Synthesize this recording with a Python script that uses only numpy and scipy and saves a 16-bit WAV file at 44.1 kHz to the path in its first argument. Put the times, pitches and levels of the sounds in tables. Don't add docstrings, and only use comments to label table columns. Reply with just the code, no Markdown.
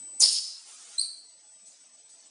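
import sys
import numpy as np
from scipy import signal
from scipy.fft import rfft, irfft, next_fast_len
from scipy.io import wavfile
from scipy.ndimage import uniform_filter1d

SR = 44100
rng = np.random.default_rng(int(sys.argv[2]) if len(sys.argv) > 2 else 0)


def persist_wave(psi):
    counts = np.round(np.clip(psi, -1, 1) * 32767).astype(np.int16)
    wavfile.write(sys.argv[1], SR, np.atleast_2d(counts).T)


N = 101429


# (time [s], level [dB]), and its spectrum
RUMBLE_LEVEL = [(0.0, -71), (0.18, -71), (0.44, -82), (0.93, -76), (1.18, -77), (2.3, -74.5)]
RUMBLE_SPECTRUM = [(40, -48), (70, -38), (110, -25.5), (200, -1.5), (300, -18), (450, -1), (650, 4),
                   (850, 0.5), (1200, -7), (2500, -17.5)]
RUMBLE_SWAY_DB = 1.0
# (time [s], level [dB]), and its resonances
HUM_LEVEL = [(0, -66.5), (.17, -69), (.21, -89), (.6, -96), (.8, -80), (.95, -83)]
HUM_RESONANCES = [(233, 85, 5), (314.5, 96, 6.5)]
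# (time [s], level [dB]), and its spectrum
AIR_HISS_LEVEL = [(0, -60.5), (.2, -62.5), (1.2, -64), (2.3, -62)]
AIR_HISS_SPECTRUM = [(530, -60.5), (900, -22.5), (3280, -14.5), (3960, -14.5), (5970, -5.5), (7600, -14.5),
                     (7840, -10), (8260, -12.5), (8530, -13.5), (9570, -19), (11100, -43), (14400, -86),
                     (22000, -120)]

# (time [s], level of the main sine [dB], depth of throbbing [0-1])
WHINE_LEVEL = [(0, -43.5, 0.16), (.195, -43.5, 0), (.21, -36, .1), (.6, -75, 0), (.84, -95, .1),
               (.95, -72, .2), (1.2, -61, 0.84), (1.3, -55, 0.27), (1.4, -59, 0.23), (1.55, -52.5, 0),
               (1.58, -57.5, 0), (1.68, -52, 0.3), (1.72, -69, 0.6), (1.85, -60, 1), (2.3, -59.5, 1)]
WHINE_HZ, BEAT_HZ, BEAT_SWAY_RAD = 8000, 16, 1.5

# (time [s], whistle level [dB], broad hiss level [dB], top resonance level [dB],
# low rush level [dB], middle hiss level [dB])
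VENT_LEVELS = [(.198, -57, -57, -27.5, -61, -56.5), (.205, -58, -16, -32, -59.5, -54),
               (.213, -23, -22.5, -23.5, -47.5, -57), (.222, -19.5, -20, -19, -45.5, -69),
               (.233, -14.5, -33, -24.5, -43, -52), (.256, -22.5, -32.5, -30, -51.5, -40),
               (.298, -25, -35, -35.5, -61.5, -47.5), (.31, -33, -36.5, -31, -60, -43.5),
               (.332, -28, -33.5, -32, -59, -47.5), (.386, -29.5, -39.5, -43, -66.5, -45.5),
               (.404, -38, -42, -45, -74.5, -58.5), (.554, -44.5, -55, -59.5, -81, -74),
               (.64, -62, -83, -59, -93, -90)]
WHISTLE_RESONANCES = [(5210, 480, 8.5), (4725, 910, 5.5), (4210, 660, -0.5)]
TOP_RESONANCES = [(9220, 1400, 0.5), (9150, 1200, -9.5)]
BROAD_HISS_SPECTRUM = [(4500, -58), (5600, -3.5), (6800, 1.5), (8000, -7), (11200, -23.5)]
RUSH_SPECTRUM = [(150, -23), (200, -8), (300, -2), (600, 4.5), (1000, 1.5), (1600, -8), (3000, 3)]
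MIDDLE_HISS_SPECTRUM = [(1300, -8), (2200, -4.5), (2600, 3.5), (3200, 12.5), (3900, 2.5), (5000, 9)]
VALVE_OPENS_S, VALVE_RISE_S = 0.1933, 0.0052
JET_ROUGH_DB, JET_ROUGH_HZ = 1.2, 120

# (time [s], level [dB]), and its spectrum
SLIDE_LEVEL = [(.38, -61), (.42, -59), (.64, -54), (.68, -51), (.94, -52.5), (1.0, -53), (1.1, -61.5),
               (1.25, -74)]
SLIDE_SPECTRUM = [(290, -17.5), (500, -18.5), (592, -18.5), (673, -9.5), (918, -16), (1390, -7),
                  (1540, -14.5), (1660, -14.5), (7270, -2), (9420, -3.5), (11000, -27), (14300, -83),
                  (22000, -120)]

# (start [s], length [s], first pitch [Hz], last pitch [Hz], peak of the fundamental [dB])
SEAL_SLIPS = [(0.976, 0.014, 4180, 4120, -21), (0.99, 0.00936, 4090, 5370, -16),
              (0.998, 0.012, 4730, 5200, -33.5), (1.007, 0.012, 4545, 5100, -19.5)]
SLIP_PEAK_AT = .68
SNAP_POWER = 7
SQUEAK_JITTER = .011
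OCTAVE_DB = -2.5

# (time [s], level before rise and decay [dB])
STOP_THUMPS = [(0.99, -52)]
THUMP_HZ, THUMP_RISE_S, THUMP_T60_S = 190, 0.0066, 0.048

# (time [s], level before attack and decay [dB], T60 [s]), and their spectrum
FAR_PUFFS = [(1.653, -54, 0.83), (2.085, -57, 0.56)]
PUFF_SPECTRUM = [(2500, -16), (4500, -3.5), (6500, 2.5), (9000, 1.5), (11000, -20)]
PUFF_ATTACK_S = 0.0081

VENT_HALL_DB, SQUEAK_HALL_DB = -11, -4
HALL_T60_S, HALL_TOP_T60_S, HALL_DELAY_S = .62, .5, .005
PATCH_DB, PATCH_S, PATCH_HZ = 4.5, .05, 90
SIDE_DB, SIDE_SWAY_DB = -21, 7
SIDE_LOW_HZ, SIDE_TOP_HZ, SIDE_LAG_S = 6260, 9800, 0.0015
BASS_CUT_HZ, CUTOFF_HZ = 90, 11300


def amp(db):
    return 10 ** (np.asarray(db) / 20)


def rms_one(x):
    return x / np.sqrt(np.mean(x ** 2) + 1e-20)


def in_time(rows, outside=None):
    s, *columns = np.transpose(rows)
    return [np.interp(np.arange(N) / SR, s, column, outside, outside) for column in columns]


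def drift(hz):
    r = np.exp(-2 * np.pi * hz / SR)
    noise = rng.standard_normal(N + SR)
    return rms_one(signal.lfilter([1], [1, -2 * r, r * r], noise)[SR:])


def coloured(spectrum):
    size = next_fast_len(N)
    hz, db = np.transpose(spectrum)
    f = np.arange(1, size // 2 + 2) * SR / size
    gain = amp(np.interp(np.log(f), np.log(hz), db, -80, -80))
    white = rng.standard_normal(size)
    return rms_one(irfft(rfft(white) * gain, size)[:N])


def resonant(resonances):
    out = 0
    for hz, width_hz, db in resonances:
        r = np.exp(-np.pi * width_hz / SR)
        x = rng.standard_normal(N)
        for _ in range(2):
            x = signal.lfilter([1, 0, -1], [1, -2 * r * np.cos(2 * np.pi * hz / SR), r * r], x)
        out = out + amp(db) * rms_one(x)
    return rms_one(out)


def background():
    rumble_db, = in_time(RUMBLE_LEVEL)
    hum_db, = in_time(HUM_LEVEL)
    hiss_db, = in_time(AIR_HISS_LEVEL)
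    rumble = amp(rumble_db + RUMBLE_SWAY_DB * drift(10)) * coloured(RUMBLE_SPECTRUM)
    hum = amp(hum_db) * resonant(HUM_RESONANCES)
    hiss = amp(hiss_db + 1.0 * drift(23)) * coloured(AIR_HISS_SPECTRUM)
    return rumble + hum + hiss


def whine():
    db, depth = in_time(WHINE_LEVEL)
    t = np.arange(N) / SR
    beat_phase = 2 * np.pi * BEAT_HZ * t + BEAT_SWAY_RAD * drift(6)
    neighbour = np.clip(depth, 0, .9) * np.exp(1j * beat_phase)
    tone = np.real((1 + neighbour) * np.exp(2j * np.pi * WHINE_HZ * t))
    return np.sqrt(2) * amp(db) * tone


def vent():
    whistle_db, hiss_db, top_db, rush_db, middle_db = in_time(VENT_LEVELS)
    t = np.arange(N) / SR
    opening = np.clip((t - VALVE_OPENS_S) / VALVE_RISE_S, 0, 1) ** 2
    valve = opening * (t < VENT_LEVELS[-1][0])
    rough = rms_one(amp(JET_ROUGH_DB * drift(JET_ROUGH_HZ)))
    whistle = amp(whistle_db) * resonant(WHISTLE_RESONANCES)
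    broad_hiss = amp(hiss_db) * coloured(BROAD_HISS_SPECTRUM)
    top = amp(top_db) * resonant(TOP_RESONANCES)
    rush = amp(rush_db) * coloured(RUSH_SPECTRUM)
    middle_hiss = amp(middle_db) * coloured(MIDDLE_HISS_SPECTRUM)
    return valve * ((whistle + broad_hiss + top) * rough + rush + middle_hiss)


def slide():
    db, = in_time(SLIDE_LEVEL, -140)
    return amp(db + 1.0 * drift(11)) * coloured(SLIDE_SPECTRUM)


def squeak():
    out = np.zeros(N)
    wobble = 1 + SQUEAK_JITTER * drift(220)
    skew = np.log(.5) / np.log(SLIP_PEAK_AT)
    for start_s, length_s, first_hz, last_hz, db in SEAL_SLIPS:
        progress = np.clip((np.arange(N) / SR - start_s) / length_s, 0, 1)
        swell = np.sin(np.pi * progress ** skew) ** 2
        pitch_hz = (first_hz + (last_hz - first_hz) * progress ** SNAP_POWER) * wobble
        phase = 2 * np.pi * np.cumsum(pitch_hz) / SR
        out += amp(db) * swell * (np.sin(phase) + amp(OCTAVE_DB) * np.sin(2 * phase))
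    return out


def thumps():
    out = 0
    for start_s, db in STOP_THUMPS:
        t = np.maximum(np.arange(N) / SR - start_s, 0)
        onset = 1 - np.exp(-(t / THUMP_RISE_S) ** 2)
        out = out + amp(db - 60 * t / THUMP_T60_S) * onset * np.sin(2 * np.pi * THUMP_HZ * t)
    return out


def puffs():
    envelope = 0
    for start_s, db, t60_s in FAR_PUFFS:
        t = np.maximum(np.arange(N) / SR - start_s, 0)
        envelope = envelope + (1 - np.exp(-t / PUFF_ATTACK_S)) * amp(db - 60 * t / t60_s)
    return envelope * coloured(PUFF_SPECTRUM)


def hall(x):
    t = np.arange(SR) / SR
    white = rng.standard_normal(SR)
    low = signal.sosfilt(signal.butter(2, 6500, fs=SR, output="sos"), white)
    tail = low * amp(-60 * t / HALL_T60_S) + (white - low) * amp(-60 * t / HALL_TOP_T60_S)
    tail *= np.clip(t / HALL_DELAY_S, 0, 1) ** 2
    return signal.fftconvolve(x, tail / np.sqrt(np.sum(tail ** 2)))[:N]


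def patchy(x):
    hz, s, z = signal.stft(x, SR, nperseg=2048, noverlap=1792)
    field = rng.standard_normal(z.shape)
    patch_size = (PATCH_HZ / hz[1], PATCH_S / (s[1] - s[0]))
    for axis, span in enumerate(patch_size):
        field = uniform_filter1d(field, max(int(span), 1), axis=axis)
    gain = amp(PATCH_DB * rms_one(field))
    return signal.istft(z * gain, SR, nperseg=2048, noverlap=1792)[1][:N]


def scene():
    blast, stop = vent(), squeak()
    reflections = hall(amp(VENT_HALL_DB) * blast + amp(SQUEAK_HALL_DB) * stop)
    noises = patchy(slide() + puffs() + background())
    mono = blast + stop + reflections + thumps() + whine() + noises
    band = signal.butter(4, [SIDE_LOW_HZ, SIDE_TOP_HZ], "band", fs=SR, output="sos")
    treble = signal.sosfilt(band, mono)
    late_treble = np.interp(np.arange(N) - SIDE_LAG_S * SR, np.arange(N), treble)
    side = amp(SIDE_DB + SIDE_SWAY_DB * drift(2.7)) * late_treble
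    return np.array([mono + side, mono - side])


def record(dry):
    thin = signal.sosfilt(signal.butter(2, BASS_CUT_HZ, "high", fs=SR, output="sos"), dry)
    return signal.sosfilt(signal.cheby2(16, 60, CUTOFF_HZ, fs=SR, output="sos"), thin)


dry = scene()
out = record(dry)
persist_wave(out)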